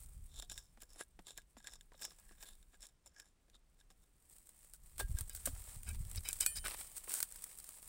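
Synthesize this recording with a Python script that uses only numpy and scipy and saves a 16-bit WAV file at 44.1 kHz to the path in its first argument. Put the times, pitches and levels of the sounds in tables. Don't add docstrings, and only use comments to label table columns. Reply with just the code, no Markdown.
import sys
import numpy as np
from scipy import signal
from scipy.io import wavfile
from scipy.ndimage import uniform_filter1d

SR = 44100
rng = np.random.default_rng(int(sys.argv[2]) if len(sys.argv) > 2 else 0)


def persist_wave(psi):
    counts = np.round(np.clip(psi, -1, 1) * 32767).astype(np.int16)
    wavfile.write(sys.argv[1], SR, np.atleast_2d(counts).T)


N = 347508

# deepest_bite_s, grinding_level_db, dig_in_s, drag_out_s
STROKES = [(.396, -54, 0.11, 0.025), (0.428, -53.5, 0.014, 0.031), (0.519, -46.5, 0.024, 0.027),
           (0.576, -55, 0.058, 0.1), (.816, -59.5, 0.023, 0.044), (0.913, -62, 0.037, 0.085),
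           (1.013, -47.5, 0.062, 0.026), (1.284, -50.5, 0.033, 0.067), (1.378, -51, .012, 0.028),
           (1.578, -63, .015, 0.065), (1.666, -55.5, 0.032, 0.053), (1.73, -59, 0.073, 0.065),
           (1.95, -76, .05, .04), (2.025, -48, 0.046, 0.016), (2.049, -47, 0.045, 0.057),
           (2.1, -66, 0.04, 0.16), (2.33, -67, 0.16, 0.042), (2.434, -52, 0.058, 0.031),
           (2.469, -54, 0.013, 0.081), (2.752, -66.5, 0.056, .02), (2.832, -54, .033, 0.072),
           (3.071, -62.5, 0.03, .035), (3.198, -58.5, 0.066, 0.051), (3.27, -69.5, 0.056, 0.064),
           (3.552, -62.5, 0.027, .02), (3.802, -68, .024, 0.024), (3.907, -65.5, 0.011, 0.036),
           (4.035, -71, .02, .015)]
# pitch_hz, width_hz, mean height over the soil noise_db
GRIPPED_PICK = [(1645, 68, 14), (3667, 270, 18), (5334, 260, 16), (7100, 78, 3), (9800, 250, 1),
                (11070, 210, 9.5), (14900, 430, 19.5)]
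# pitch_hz, relative level_db per Hz
LITTER = [(880, -48), (1500, -3.5), (1810, -11), (2590, -13.5), (2940, -10.5), (6310, -6.5), (8400, 5.5),
          (11500, -6.5), (15200, -2.5), (16000, -1.5)]


def gain_of(db):
    return 10 ** (np.asarray(db) / 20)


def evened(x):
    return x / np.sqrt(np.mean(x ** 2) + 1e-20)


def add(mix, s, sound):
    part = mix[round(s * SR):][:len(sound)]
    part += sound[:len(part)]


def along(rows):
    s, *columns = np.transpose(rows)
    return [np.interp(np.arange(N) / SR, s, column) for column in columns]


def slow_swing(span):
    once = uniform_filter1d(rng.standard_normal(N), span)
    return evened(uniform_filter1d(once, span))


def colour(points):
    f, db = np.transpose(points)
    hz = abs(np.fft.fftfreq(8192, 1 / SR))
    log_gain = np.interp(np.log(hz + 1), np.log(f + 1), db) * np.log(10) / 20
    response = np.exp(np.conj(signal.hilbert(log_gain)))
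    taps = np.fft.ifft(response).real[:4096]
    return taps / np.linalg.norm(taps)


def through(x, taps):
    return signal.oaconvolve(x, taps)[:len(x)]


def dull(x, hz):
    taps = signal.lfilter(*signal.butter(1, [230, hz], "band", fs=SR), np.eye(1, 1024)[0])
    return through(x, taps / np.linalg.norm(taps))


def grit(per_s, spread_db, hiss):
    out = np.sqrt(hiss) * rng.standard_normal(N)
    edges_hz = [(200, 20000), (200, 2500), (1500, 5500), (4000, 9000), (7000, 20000)]
    burst_s = 0.0014
    for edge in edges_hz:
        breaks = rng.random(N) < per_s / SR
        size = gain_of(spread_db * np.minimum(rng.exponential(1, N), 4)) * breaks
        power = signal.lfilter([1], [1, -np.exp(-1 / (burst_s * SR))], size ** 2)
        noise = signal.lfilter(*signal.butter(1, edge, "band", fs=SR), rng.standard_normal(N))
        out += 0.66 * noise * np.sqrt(power / power.mean())
    return evened(out)


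def pressure(s, db, rise, fall, grains):
    fade_db, fade_curve = 24, 1.145
    reach = 3
    t = np.arange(-reach * rise, reach * fall, 1 / SR)
    away = abs(t) / np.where(t < 0, rise, fall)
    gain = signal.windows.tukey(len(t), .06) * gain_of(db - fade_db * away ** fade_curve)
    return s + t[0], gain * grains[round((s + t[0]) * SR):][:len(t)]


def rustle():
    # time_s, level_db before the fits and the added dull part
    stirring = [(0.0, -61.5), (0.31, -69.5), (0.61, -77), (1.4, -81), (2.02, -76), (2.2, -68.5),
                (2.37, -73), (2.55, -68), (2.87, -86.5), (3.42, -87.5), (4.1, -80.5), (4.33, -66.5),
                (4.65, -66), (4.8, -73.5), (4.9, -64.5), (5.48, -54), (5.75, -57), (5.9, -62), (6.32, -56),
                (7.88, -56.5)]
    stir_db, stir_s = 2., 0.039
    grains = grit(40, 2.46, 0.86)
    fits = slow_swing(round(stir_s * SR))
    crackle = gain_of(along(stirring)[0] + stir_db * fits) * grains
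    return through(crackle, colour(LITTER)) + dull(gain_of(-11.5) * crackle, 3950)


def wind():
    # time_s, level_db
    strength = [(0.0, -50), (0.09, -50.5), (0.31, -53.5), (0.6, -59), (1.03, -67.5), (1.84, -66),
                (2.57, -66.5), (3.29, -73), (4.17, -69.5), (4.85, -65), (5.05, -46.5), (5.2, -44),
                (5.4, -51.5), (6.15, -45.5), (6.43, -54), (6.63, -51), (6.82, -61.5), (7.53, -68.5),
                (7.88, -58)]
    # pitch_hz, relative level_db per Hz
    gust = [(12, -26.5), (20, 11), (76, 4.5), (150, -16), (216, -13.5), (340, -36.5), (400, -29.5),
            (520, -50), (880, -120)]
    # pitch_hz, relative level_db per Hz
    calm = [(12, -38), (20, -0.5), (41, -6), (81, -25), (200, -26), (260, -54), (440, -120)]
    sway_db, sway_s = 2, 0.1
    lumps = slow_swing(1500)
    sway = slow_swing(round(sway_s * SR))
    push = rng.standard_normal(N) * gain_of(3.25 * lumps + sway_db * sway)
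    level_db = along(strength)[0]
    strong = np.clip((level_db + 66) / 22, 0, 1)
    gusty = strong * evened(through(push, colour(gust)))
    light = (1 - strong) * evened(through(push, colour(calm)))
    return gain_of(level_db) * (gusty + light)


def air():
    # pitch_hz, relative level_db per Hz
    background = [(35, -28.5), (60, 1.5), (87, -8), (448, -18), (621, -21.5), (4420, -30), (8710, -31),
                  (16000, -52.5)]
    return gain_of(-78) * through(rng.standard_normal(N), colour(background))


def pick_colour(shake_db):
    # pitch_hz, relative level_db per Hz
    soil = [(880, -39.5), (1500, -8), (2800, -9.5), (3730, -12), (6120, -12.5), (7320, 0.5), (16000, -25.5)]
    t = np.arange(2048) / SR
    hz, width, db = np.transpose(GRIPPED_PICK)[:, :, None]
    height = gain_of(db + shake_db[:, None]) * 2 * np.pi * width / SR
    modes = height * np.exp(-np.pi * width * t) * np.cos(2 * np.pi * hz * t)
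    direct = np.eye(1, 2048)[0]
    taps = through(direct + modes.sum(0), colour(soil))
    return taps / np.linalg.norm(taps)


def strokes():
    out, low, grains = np.zeros(N), np.zeros(N), grit(90, 4.9, 0.17)
    shakes_db = 7.9 * rng.standard_normal((len(STROKES), len(GRIPPED_PICK)))
    for row, shake_db in zip(STROKES, shakes_db):
        s, rasp = pressure(*row, grains)
        add(out, s, signal.oaconvolve(rasp, pick_colour(shake_db)))
        add(low, s, rasp)
    return out + gain_of(-9.5) * dull(low, 1440)


def snaps():
    # start_s, nominal level_db before colouring
    ticks = [(0.4231, -35.5), (0.498, -35.5), (0.5183, -33.5), (0.578, -32.5), (0.8135, -63), (1.1937, -51),
             (1.284, -46), (1.3765, -31), (1.418, -54), (1.6712, -32), (1.736, -39), (1.81, -44),
             (2.0208, -35), (2.0509, -26.5), (2.5282, -54), (2.628, -53.5), (2.849, -48), (2.888, -55),
             (3.199, -37.5), (3.499, -53), (3.9035, -53), (4.384, -43), (4.471, -44), (4.492, -41),
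             (4.7363, -34.5), (4.9816, -29), (5.1696, -42), (5.1874, -24.5), (5.209, -22.5), (5.296, -29.5),
             (5.35, -25), (5.457, -27), (5.833, -34), (6.051, -38), (6.114, -29), (6.159, -27.5),
             (6.2879, -17.5), (6.33, -20), (6.405, -21), (6.4629, -11.5), (6.566, -43), (6.6454, -39),
             (6.971, -36), (7.0876, -37), (7.119, -24), (7.1396, -15.5), (7.204, -18), (7.2285, -13),
             (7.323, -32.5), (7.3594, -32), (7.422, -35), (7.441, -25.5), (7.587, -31.5), (7.601, -34),
             (7.6425, -31.5), (7.6904, -30)]
    crack_t60_s, rattle_t60_s, rattle_db = 0.0091, 0.057, -15
    crest_db = 9
    out, t = np.zeros(N), np.arange(2000) / SR
    shape = gain_of(-60 * t / crack_t60_s) + gain_of(rattle_db - 60 * t / rattle_t60_s)
    for (s, db), noise in zip(ticks, rng.standard_normal((len(ticks), 2000))):
        tick = noise + 3.2 * (t == 0)
        add(out, s, gain_of(db - crest_db) * shape * tick)
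    digging = np.arange(N) < (STROKES[-1][0] + STROKES[-1][-1]) * SR
    held = through(out * digging, pick_colour(np.zeros(len(GRIPPED_PICK))))
    loose = through(out * ~digging, colour(LITTER))
    return held + loose + gain_of(-21.5) * dull(out, 3400)


def knocks():
    # start_s, nominal level_db before the mix of its parts, lowest pitch_hz
    thumps = [(0.425, -52, 720), (0.774, -54.5, 223), (0.825, -54.5, 500), (0.959, -56.5, 280),
              (1.191, -47, 177), (1.568, -49.5, 218), (1.919, -56, 934), (1.943, -58, 514),
              (2.311, -54, 194), (2.735, -62, 503), (3.066, -62, 513), (3.482, -67, 456), (3.546, -64, 224),
              (3.903, -63, 757), (5.006, -38.5, 388), (5.473, -34.5, 264), (7.076, -47, 1055),
              (7.688, -57, 1100)]
    out, t = np.zeros(N), np.arange(4000) / SR
    for (s, db, hz), noise in zip(thumps, rng.standard_normal((len(thumps), 4000))):
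        turns = np.cumsum(hz + 1800 * np.exp(-t / 0.00184)) / SR
        chirp = gain_of(-60 * t / 0.086) * np.sin(2 * np.pi * turns)
        crumbs = gain_of(-60 * t / 0.042) * dull(noise, 670)
        add(out, s, gain_of(db) * (0.47 * chirp + 0.59 * crumbs))
    return out


def crunches():
    # hardest_press_s, bright crunch level_db, press_in_s, let_go_s, dull share_db relative to it
    presses = [(4.494, -57.5, .004, 0.034, -12), (4.737, -51.5, .004, 0.037, -23),
               (4.997, -34.5, 0.01, 0.04, -5), (5.192, -48, 0.041, 0.052, -6),
               (5.356, -47, 0.037, 0.08, -23), (5.457, -30.5, 0.0025, 0.043, -31),
               (5.889, -46.5, 0.043, 0.049, -14.5), (5.95, -59.5, 0.015, 0.016, 2.5),
               (6.178, -52, 0.16, 0.014, -8), (6.284, -47.5, 0.079, 0.16, -35),
               (6.409, -35, 0.0094, 0.089, -38), (6.568, -40, 0.019, 0.04, -44),
               (6.654, -39.5, .015, 0.063, -4.5), (6.7, -48, .01, 0.039, -4),
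               (6.744, -46.5, 0.039, 0.024, -2), (6.794, -43.5, 0.037, 0.09, -10.5),
               (6.974, -41.5, 0.032, 0.023, -18), (7.095, -41.5, 0.022, 0.15, -10.5),
               (7.17, -40, 0.076, 0.079, -18)]
    bright, low, grains = np.zeros(N), np.zeros(N), grit(90, 4.84, 0.39)
    for *row, share_db in presses:
        s, crush = pressure(*row, grains)
        add(bright, s, crush)
        add(low, s, gain_of(share_db) * crush)
    return through(bright, colour(LITTER)) + dull(low, 5100)


def steel(modes, blows):
    out, t = np.zeros(N), np.arange(SR) / SR
    hz, db, t60 = np.transpose(modes)[:, :, None]
    for s, level_db in blows:
        strength_db = db + rng.normal(0, 1.0, db.shape)
        rings = gain_of(strength_db - 60 * t / t60) * np.sin(2 * np.pi * hz * t)
        add(out, s, gain_of(level_db) * rings.sum(0))
    return out


def pick_landing():
    # pitch_hz, mean relative level_db, t60_s
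    free_modes = [(1616, 0, .13), (3600, -9, .08), (5373, -6, .04)]
    # start_s, level_db of a mode at 0 dB
    landings = [(5, -40), (5.171, -52.5), (5.296, -63)]
    return steel(free_modes, landings)


def eddies():
    # centre_s, peak_db
    swirls = [(5.049, -32.5), (5.099, -35.5), (5.116, -31.5), (5.152, -30), (5.219, -37.5), (5.537, -36.5),
              (5.769, -41), (6.009, -32.5), (6.067, -37.5), (6.168, -36.5), (6.185, -33)]
    out, t = np.zeros(N), np.arange(-1500, 1500) / SR
    for (s, db), (side, size) in zip(swirls, rng.random((len(swirls), 2))):
        u = (t / (0.002 + 0.0019 * size)) ** 2
        swing = (1 - 0.75 * u) * np.exp(-u / 2)
        add(out, s + t[0], np.sign(side - .5) * gain_of(db) * swing)
    return out


def drags():
    # start_s, length_s, level_db, favoured pitch_hz
    rubs = [(5.293, 0.039, -64, 3720), (5.861, 0.053, -55.5, 1960), (6.172, 0.015, -46, 4700),
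            (6.242, 0.068, -52, 2670), (6.402, 0.0393, -45.5, 3150), (6.551, 0.042, -50, 4850),
            (6.639, 0.03, -48.5, 1400)]
    # pitch_hz, width_hz, level_db before the favouring
    tools = [(1488, 33, 2.5), (1617, 43, 7), (2346, 26, 8), (2537, 78, 9), (3036, 50, 9), (3860, 70, 11),
             (4600, 90, 1), (5000, 180, 18), (5200, 66, 7)]
    out, t = np.zeros(N), np.arange(2048) / SR
    hz, width, mode_db = np.transpose(tools)[:, :, None]
    rings = np.sqrt(width) * np.exp(-np.pi * width * t) * np.sin(2 * np.pi * hz * t)
    grains = grit(130, 1.8, 0.65)
    for s, length, db, centre_hz in rubs:
        favour_db = mode_db - 13.8 * abs(np.log2(hz / centre_hz))
        taps = (gain_of(favour_db) * rings).sum(0)
        rub = grains[round(s * SR):][:round(length * SR)]
        rub = rub * signal.windows.tukey(len(rub), .3)
        add(out, s, gain_of(db) * signal.oaconvolve(rub, taps / np.linalg.norm(taps)))
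    return out


def bar_clang():
    # pitch_hz, mean relative level_db, t60_s
    bar_modes = [(1798, -25, .5), (2455, -8, .14), (3052, -25, 1.7), (3353, -20, .1), (4455, -11, .13),
                 (5250, -16, .1), (7208, -17, .3), (7815, 0, .11), (8262, -10, .19), (9073, -9, .75),
                 (10497, -7, .23), (11610, -14, .24), (14175, -10, .2), (15525, -17, .12)]
    # start_s, level_db of a mode at 0 dB
    clang = [(6.462, -33.5)]
    return steel(bar_modes, clang)


def scene():
    soil = strokes() + crunches() + snaps() + knocks()
    metal = drags() + pick_landing() + bar_clang()
    return (soil + metal + rustle() + wind() + eddies() + air())[None]


def record(dry):
    edge_hz = 15900
    taps = signal.firwin(511, edge_hz, window=("kaiser", 9), fs=SR)
    return signal.oaconvolve(dry, taps[None], "same")


dry = scene()
out = record(dry)
persist_wave(out)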